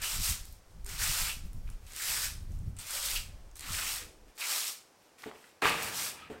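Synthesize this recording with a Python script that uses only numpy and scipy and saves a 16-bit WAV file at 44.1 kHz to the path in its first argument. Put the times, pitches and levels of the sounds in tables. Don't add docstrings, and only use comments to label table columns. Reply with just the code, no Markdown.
import sys
import numpy as np
from scipy import signal
from scipy.fft import rfft, irfft, next_fast_len
from scipy.io import wavfile
from scipy.ndimage import uniform_filter1d, map_coordinates

SR = 44100
rng = np.random.default_rng(int(sys.argv[2]) if len(sys.argv) > 2 else 0)


def transcribe(signal):
    frames = np.atleast_2d(signal).T
    limited = np.clip(frames, -1, 1)
    pcm = np.round(limited * 32767).astype(np.int16)
    wavfile.write(sys.argv[1], SR, pcm)


def invert_db(level):
    return 10 ** (np.asarray(level, dtype=float) / 20)


N = 282222


def unit(x):
    return x / np.sqrt(np.mean(x ** 2) + 1e-20)


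def noise():
    return rng.standard_normal(N)


def along(points, hz):
    point_hz, value = np.transpose(points)
    return np.interp(np.log(hz + 1), np.log(point_hz + 1), value)


def curves(rows):
    seconds, *columns = np.transpose(rows)
    return [np.interp(np.arange(N) / SR, seconds, column) for column in columns]


def wobble(rate):
    knots = rng.standard_normal(int(N * rate / SR) + 4)
    return map_coordinates(knots, [np.arange(N) * rate / SR])


def filtered(x, response):
    m = next_fast_len(N + SR // 2)
    return irfft(rfft(x, m) * response(np.fft.rfftfreq(m, 1 / SR)), m)[..., :N]


def coloured(x, spectrum):
    return unit(filtered(x, lambda hz: invert_db(along(spectrum, hz))))


def resonances(modes):
    def response(f):
        total = 0
        for k, (hz, width, db) in enumerate(modes):
            mode = 1j * f * width / (hz * hz - f * f + 1j * f * width)
            total = total + (-1) ** k * invert_db(db) * mode
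        return total
    return response


def slips(spread_db, clump_db, clump_rate):
    size_db = spread_db * np.minimum(rng.exponential(size=N), 4)
    return unit(invert_db(size_db + clump_db * wobble(clump_rate)) * noise())


def patches(x, depth_db):
    z = signal.stft(x, nperseg=256)[2]

    def blur(bins, frames):
        across = uniform_filter1d(rng.standard_normal(z.shape), size=bins, axis=0)
        return unit(uniform_filter1d(across, size=frames, axis=1))

    field = blur(bins=4, frames=7) + 1.24 * blur(bins=8, frames=30)
    return unit(signal.istft(z * invert_db(depth_db * field), nperseg=256)[1][:N])


def flicks(rate, length):
    kicks = (rng.random(N) < rate / SR) * rng.exponential(size=N)
    return signal.lfilter([1], [1, -np.exp(-1 / (length * SR))], kicks)


# start in seconds, rise in seconds, hold in seconds,
# level of the tips in dB, lean in dB (+ onto the tips, - onto the stalks).
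PUSHES = [(0.015, 0.018, .13, -37.5, 0), (0.189, 0.055, 0.062, -33, 2.5),
          (0.858, 0.038, 0.069, -45.5, -0.5), (0.979, .035, 0.19, -34.5, 0.5), (1.15, .06, 0.083, -37, 0.5),
          (1.866, 0.12, .05, -50, -1), (1.95, 0.066, 0.097, -39.5, 3.5), (2.02, .065, .17, -35.5, 1),
          (2.786, .006, 0.06, -49, -1), (2.86, 0.083, 0.036, -37.5, 0.5), (2.979, 0.061, 0.12, -37, 1),
          (3.553, 0.0076, 0.069, -55.5, 0), (3.59, 0.047, 0.056, -51.5, -5),
          (3.66, 0.083, 0.16, -38.5, -1.5), (3.82, 0.097, 0.053, -39, 0), (4.378, 0.029, 0.12, -41.5, -2),
          (4.44, 0.071, 0.067, -35, -0.5), (4.55, 0.046, 0.099, -39, 1.5), (5.639, 0.02, .02, -39.5, -8.5),
          (5.695, .015, 0.067, -46.5, -5), (5.78, 0.047, 0.056, -41.5, 0), (5.918, 0.056, 0.098, -37.5, 1)]
BRUSHES = [(-.01, .005, .02, -56, -4), (.655, .01, 0.07, -74, 7), (2.764, .004, .008, -64, -5),
           (.44, 0.015, 0.082, -62.5, 13), (1.53, .006, .03, -70, 8), (1.66, 0.061, .02, -68.5, -2.5),
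           (1.78, 0.07, 0.036, -67, -1), (2.49, 0.016, 0.045, -69, 6), (4.27, 0.012, 0.015, -73, -5),
           (4.35, .006, .02, -64, 3), (5.0, 0.021, 0.055, -74, -4.5), (5.18, .006, .05, -60.5, -1.5),
           (5.232, 0.0046, .012, -64, -9), (5.25, 0.019, 0.045, -73, -8), (5.33, .02, .08, -66.5, -4),
           (5.44, 0.003, 0.052, -67, -4), (5.618, 0.0038, 0.049, -44, -6), (6.18, 0.016, 0.038, -72.5, -14),
           (6.296, .008, 0.04, -73, -11)]
# level against the tips in dB, dB per dB of lean,
# how fast it dies against the tips as a ratio.
PARTS = [
    (-4, 0.2, 1.1),
    (-0.3, -0.03, 0.88),
    (-4, -1.53, 0.9),
    (-12.5, -1.4, 0.92),
]


def strokes():
    rise_db, sag_db_per_s, lift_db_per_s = 10.5, 2.5, 212
    roll_db_per_s = 5.5
    settle_db, settle_db_per_s = -29, 64
    t = np.arange(0, N / SR + .002, .001)
    power = 1e-12
    over_db, per_lean, pace = np.transpose(PARTS)[..., None]
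    for s, rise, hold, db, lean_db in PUSHES + BRUSHES:
        swell_db = -rise_db * np.clip(1 - (t - s) / rise, 0, 1)
        sag_db = -sag_db_per_s * np.clip(t - s - rise, 0, hold)
        leaning_db = lean_db + roll_db_per_s * np.clip(t - s, 0, rise + hold)
        level_db = db + swell_db + sag_db + over_db + per_lean * leaning_db
        after = pace * np.maximum(t - s - rise - hold, 0)
        lift = invert_db(-2 * lift_db_per_s * after)
        settling = invert_db(2 * (settle_db - settle_db_per_s * after))
        power = power + (t >= s) * (lift + settling) * invert_db(2 * level_db)
    return [np.interp(np.arange(N) / SR, t, np.sqrt(p)) for p in power]


# frequency in Hz, level in dB per Hz.
DUST = [(7000, -37), (10000, -7.5), (12000, 1.5), (14000, 4.5), (15500, 1), (17000, 4.5)]
TIPS = [(1760, -28.5), (3200, -3.5), (5420, 2), (6320, -0.5), (8160, 1.5), (10500, -6), (13600, -15),
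        (22000, -120)]
STALKS = [(700, -39.5), (1400, -0.5), (2000, 1.5), (2650, 2), (3300, -1.5), (4500, -5.5), (7000, -31)]
HEAD = [(150, -27), (350, -10), (550, -4.5), (900, 0.5), (1300, 4.5), (2200, -21.5)]


def broom():
    on_dust, on_tips, on_stalks, on_head = strokes()
    catch_db = 0.21 * wobble(45) + 0.12 * wobble(160)
    fine = patches(slips(spread_db=1.0, clump_db=-0.85, clump_rate=340), depth_db=0.4)
    fine = fine * (1 + 0.22 * flicks(rate=64, length=0.0032))
    hiss = on_dust * coloured(fine, DUST) + on_tips * coloured(fine, TIPS)
    rasp = patches(slips(spread_db=3.5, clump_db=1.0, clump_rate=170), depth_db=1.45)
    rumble = slips(spread_db=2.5, clump_db=1.0, clump_rate=42)
    low = on_stalks * coloured(rasp, STALKS) + on_head * coloured(rumble, HEAD)
    return invert_db(catch_db) * (hiss + low)


# start in seconds, level in dB, pitch in Hz,
# width in Hz, t60 in seconds.
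RUBS = [(0.032, -39.5, 2760, 510, 0.27), (1.29, -37.5, 2800, 700, 0.16), (1.665, -63, 2400, 820, .1),
        (1.995, -43.5, 1700, 700, .4), (2.76, -57, 7900, 1500, .09), (2.782, -45, 8100, 1600, .12),
        (3.153, -35, 2800, 1050, 0.14), (3.155, -38, 4570, 1700, 0.14), (3.685, -43.5, 1250, 330, 0.12),
        (4.405, -37, 2620, 900, 0.17), (6.16, -59, 2420, 240, 0.62)]
HUMS = [(.83, -58, 404, 32, 0.34), (2.92, -56, 561, 60, 1.24), (3.95, -64, 496, 30, 1.4),
        (4.0, -60.5, 350, 370, 1.4), (5.265, -51.5, 620, 710, 0.45), (6.305, -54, 520, 500, 0.44),
        (6.3, -56.5, 1400, 700, .4), (3.62, -61, 260, 190, 1.7), (5.249, -72, 79, 13, 1),
        (5.63, -56, 77, 70, 2.5), (5.63, -49, 150, 106, 1.94), (6.205, -53.5, 1275, 70, .2),
        (6.28, -60, 59.7, 56, .66)]


def rubs():
    out, t = np.zeros(N + SR), np.arange(SR) / SR
    for rows, rise in [(RUBS, 0.0096), (HUMS, 0.03)]:
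        for s, db, hz, width_hz, t60 in rows:
            peak = signal.iirpeak(hz, hz / width_hz, SR)
            once = signal.lfilter(*peak, rng.standard_normal(len(t)))
            tone = unit(signal.lfilter(*peak, once))
            swell = np.sin(np.pi / 2 * np.minimum(t / rise, 1)) ** 2
            decay_db = -60 * np.maximum(t - rise, 0) / t60
            out[round(s * SR):][:len(t)] += swell * invert_db(db + decay_db) * tone
    return out[:N]


# mode in Hz, width in Hz, level in dB.
DRUM = [(191, 85, -10), (434, 280, -1.5), (870, 260, 1), (1200, 280, 1.5), (1720, 490, -0.5),
        (2460, 230, -0.5), (2800, 140, -1), (3570, 740, -14)]


def drum():
    slap_s, slap_db, rise_s, hold_s = 5.619, -27.5, 0.0023, 0.027
    straws = slips(spread_db=3.0, clump_db=-0.5, clump_rate=240)
    t = np.arange(N) / SR - slap_s
    after = np.maximum(t - hold_s, 0)
    rattle = invert_db(-173 * after)
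    drag = invert_db(-9 - 39 * after)
    shape = np.clip(t / rise_s, 0, 1) ** 2 * np.maximum(rattle, drag)
    return invert_db(slap_db) * shape * unit(filtered(straws, resonances(DRUM)))


# start in seconds, peak in dB, pitch in Hz.
SNAPS = [(0.0188, -25.5, 9000), (.0237, -36, 8500), (0.0966, -32, 6860), (0.4536, -37, 11500),
         (0.5256, -41, 11900), (.846, -38, 8950), (.8632, -31.5, 7640), (0.8918, -31, 7670),
         (1.5316, -43.5, 11100), (1.701, -41, 8800), (1.8657, -45, 7820), (1.921, -36, 7460),
         (1.934, -34, 7600), (1.9633, -29, 8400), (2.52, -48, 8180), (2.5895, -48, 8500),
         (2.767, -42, 8140), (2.7884, -31.5, 8100), (2.799, -35, 7890), (2.907, -23.5, 9000),
         (3.514, -48.5, 6170), (3.556, -38, 8780), (3.5682, -36, 9040), (3.5945, -30.5, 8650),
         (3.6078, -32, 8040), (4.369, -45, 8150), (5.2214, -41, 5340), (5.696, -25, 10200),
         (5.8304, -27, 12400), (5.8447, -28, 9030)]
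TICKS = [(1.6785, -46, 2420), (1.6898, -44, 1390), (1.733, -57, 1340), (5.1847, -47, 2130),
         (5.235, -40, 1210), (5.239, -30.5, 1620), (5.313, -36, 1490), (5.441, -46, 1840),
         (5.4447, -46, 1390), (5.655, -12.5, 1260), (6.301, -46, 1860)]


def grit():
    crackle_s = 0.0013
    out, t = np.zeros(N + SR), np.arange(1024) / SR
    for s, db, hz in SNAPS + TICKS:
        ring = np.sin(2 * np.pi * hz * t) * np.exp(-t * hz / 1.1)
        edge = ring[:64] - np.append(0, ring[:63]) * np.exp(-np.pi * hz / SR)
        edge = np.convolve(edge, np.hanning(3 + int(SR / hz / 3)))
        burst = rng.standard_normal(len(t)) * np.exp(-t / crackle_s)
        crackle = np.convolve(burst, edge)[:len(t)]
        out[round(s * SR):][:len(t)] += invert_db(db) * crackle / np.abs(crackle).max()
    return out[:N]


# start in seconds, peak in dB, contact in seconds.
KNOCKS = [
    (5.26, -29, 0.036),
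    (5.343, -45, 0.015),
    (5.39, -52, 0.03),
    (5.631, -25, 0.025),
    (6.3, -29, 0.033),
    (6.355, -42, 0.037),
]
# mode in Hz, width in Hz, level in dB.
BOARD = [(150, 23, -14), (237, 20, -4.5), (290, 58, 3), (350, 28, -5.5), (429, 26, 3), (572, 34, -10),
         (700, 100, -1), (906, 65, -8.5), (1470, 100, -8)]


def sandal():
    out, t = np.zeros(N + SR), np.arange(SR // 4) / SR
    for s, db, contact in KNOCKS:
        ring = 0
        for hz, width, level in BOARD:
            strength = invert_db(level + rng.normal(0, 0.5))
            ring = ring + strength * np.exp(-.4 * np.pi * width * t) * np.sin(2 * np.pi * hz * t)
        scuff = 0.5 * uniform_filter1d(rng.standard_normal(len(t)), size=8)
        damped = invert_db(-60 * np.maximum(t - contact, 0) / 0.065)
        onset = 1 - np.exp(-t / 0.0013)
        out[round(s * SR):][:len(t)] += invert_db(db - 11.0) * (ring + scuff) * damped * onset
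    return out[:N]


# frequency in Hz, t60 in seconds.
WALLS = [(200, 1), (1500, 0.49), (5000, 0.42), (14000, 0.095)]


def walls(x):
    hz, t, z = signal.stft(rng.standard_normal(SR // 2), SR, nperseg=256)
    decay = invert_db(-60 * t / along(WALLS, hz)[:, None])
    tail = signal.istft(z * decay, SR, nperseg=256)[1]
    delayed = np.pad(x, (300, 0))
    return signal.fftconvolve(delayed, tail / np.linalg.norm(tail))[:N]


# time in seconds, breeze in dB, flutter over the breeze in dB.
WIND = [(0, -45.5, -8), (.4, -43.5, -13), (.66, -59, -4.5), (.85, -44.5, -10.5), (1.2, -40.5, -8.5),
        (1.7, -43.5, -12), (2.0, -59.5, -6.5), (2.3, -48, -1.5), (2.6, -41, -3), (2.8, -48, 0.5),
        (2.9, -54, -10.5), (3.3, -45, -8.5), (3.55, -52, -13), (3.8, -50.5, -4), (4.28, -64, -8.5),
        (4.34, -76, -20), (4.5, -82, -3)]
# time in seconds, lift in dB, half length in seconds,
# lift of the flutter in dB.
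EDDIES = [(0.044, 7.5, .025, -6), (0.086, -13, 0.022, -8), (0.19, 12.5, 0.038, 18.5), (0.303, 9, .025, 11),
          (.55, 5, .04, 4), (.75, 5.5, 0.035, 7.5), (0.853, 5.5, .03, 4), (1.031, 1, 0.017, 11),
          (1.101, 9.5, 0.017, 12), (1.22, 5, 0.022, 3), (1.397, -2, 0.022, 8), (1.46, 12, 0.029, 13),
          (1.575, 4, 0.038, 12), (1.693, 7.5, 0.045, 9.5), (1.845, 6, .03, 3), (2.113, 6, .04, 5),
          (2.423, 5.5, 0.053, 2), (2.665, 1.5, 0.059, 8), (2.83, -12, 0.026, -6), (3.155, 9.5, 0.1, 0),
          (3.294, -6, 0.017, 5), (3.713, 6.5, 0.043, 13.5), (4.084, 4.5, 0.044, 5), (4.3, 7, .025, -3)]
# frequency in Hz, level in dB per Hz.
BUFFET = [(8, -5.5), (25, 4.5), (50, 0), (80, -15), (150, -53)]
FLUTTER = [(40, -15.5), (80, 2), (130, -7), (220, -17), (400, -34.5), (800, -59)]


def wind():
    breeze_db, flutter_db = curves(WIND + [(4.7, -94, 11.6)])
    t = np.arange(N) / SR
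    eddy_db = 0
    for s, lift_db, half, flutter_lift_db in EDDIES:
        passing = np.exp(-((t - s) / half) ** 2)
        eddy_db = eddy_db + lift_db * passing
        flutter_db = flutter_db + flutter_lift_db * passing
    lumps_db = 2.0 * wobble(20)
    slow = unit(invert_db(lumps_db) * coloured(noise(), BUFFET))
    fast = unit(invert_db(0.37 * lumps_db + 2.6 * wobble(40)) * coloured(noise(), FLUTTER))
    return invert_db(breeze_db) * (invert_db(eddy_db) * slow + invert_db(flutter_db) * fast)


# frequency in Hz, level in dB per Hz.
AIR = [(15, -61), (25, -30), (313, -8.5), (367, -9), (481, -9), (823, -11), (892, -12.5), (3910, -23.5),
       (5400, -21), (15400, -33.5)]


def air():
    return invert_db(-64.5 + .5 * wobble(3)) * coloured(noise(), AIR)


def scene():
    sweep = broom() + rubs()
    hits, knocks = grit() + drum(), sandal()
    to_walls = invert_db(-15.0) * sweep + invert_db(-8.0) * hits + invert_db(-22) * knocks
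    mono = sweep + hits + knocks + walls(to_walls) + wind() + air()
    return np.array([mono, mono])


def band_limit(x):
    return signal.sosfilt(signal.butter(12, 16500, fs=SR, output="sos"), x)


# resonance in Hz, width in Hz, level added in dB.
PORT = (8530, 960, -15.5)


def record(dry):
    top_hz = 15830
    port = resonances([PORT])
    mix = filtered(dry, lambda hz: (1 + port(hz)) * (hz < top_hz))
    return band_limit(mix)


dry = scene()
out = record(dry)
transcribe(out)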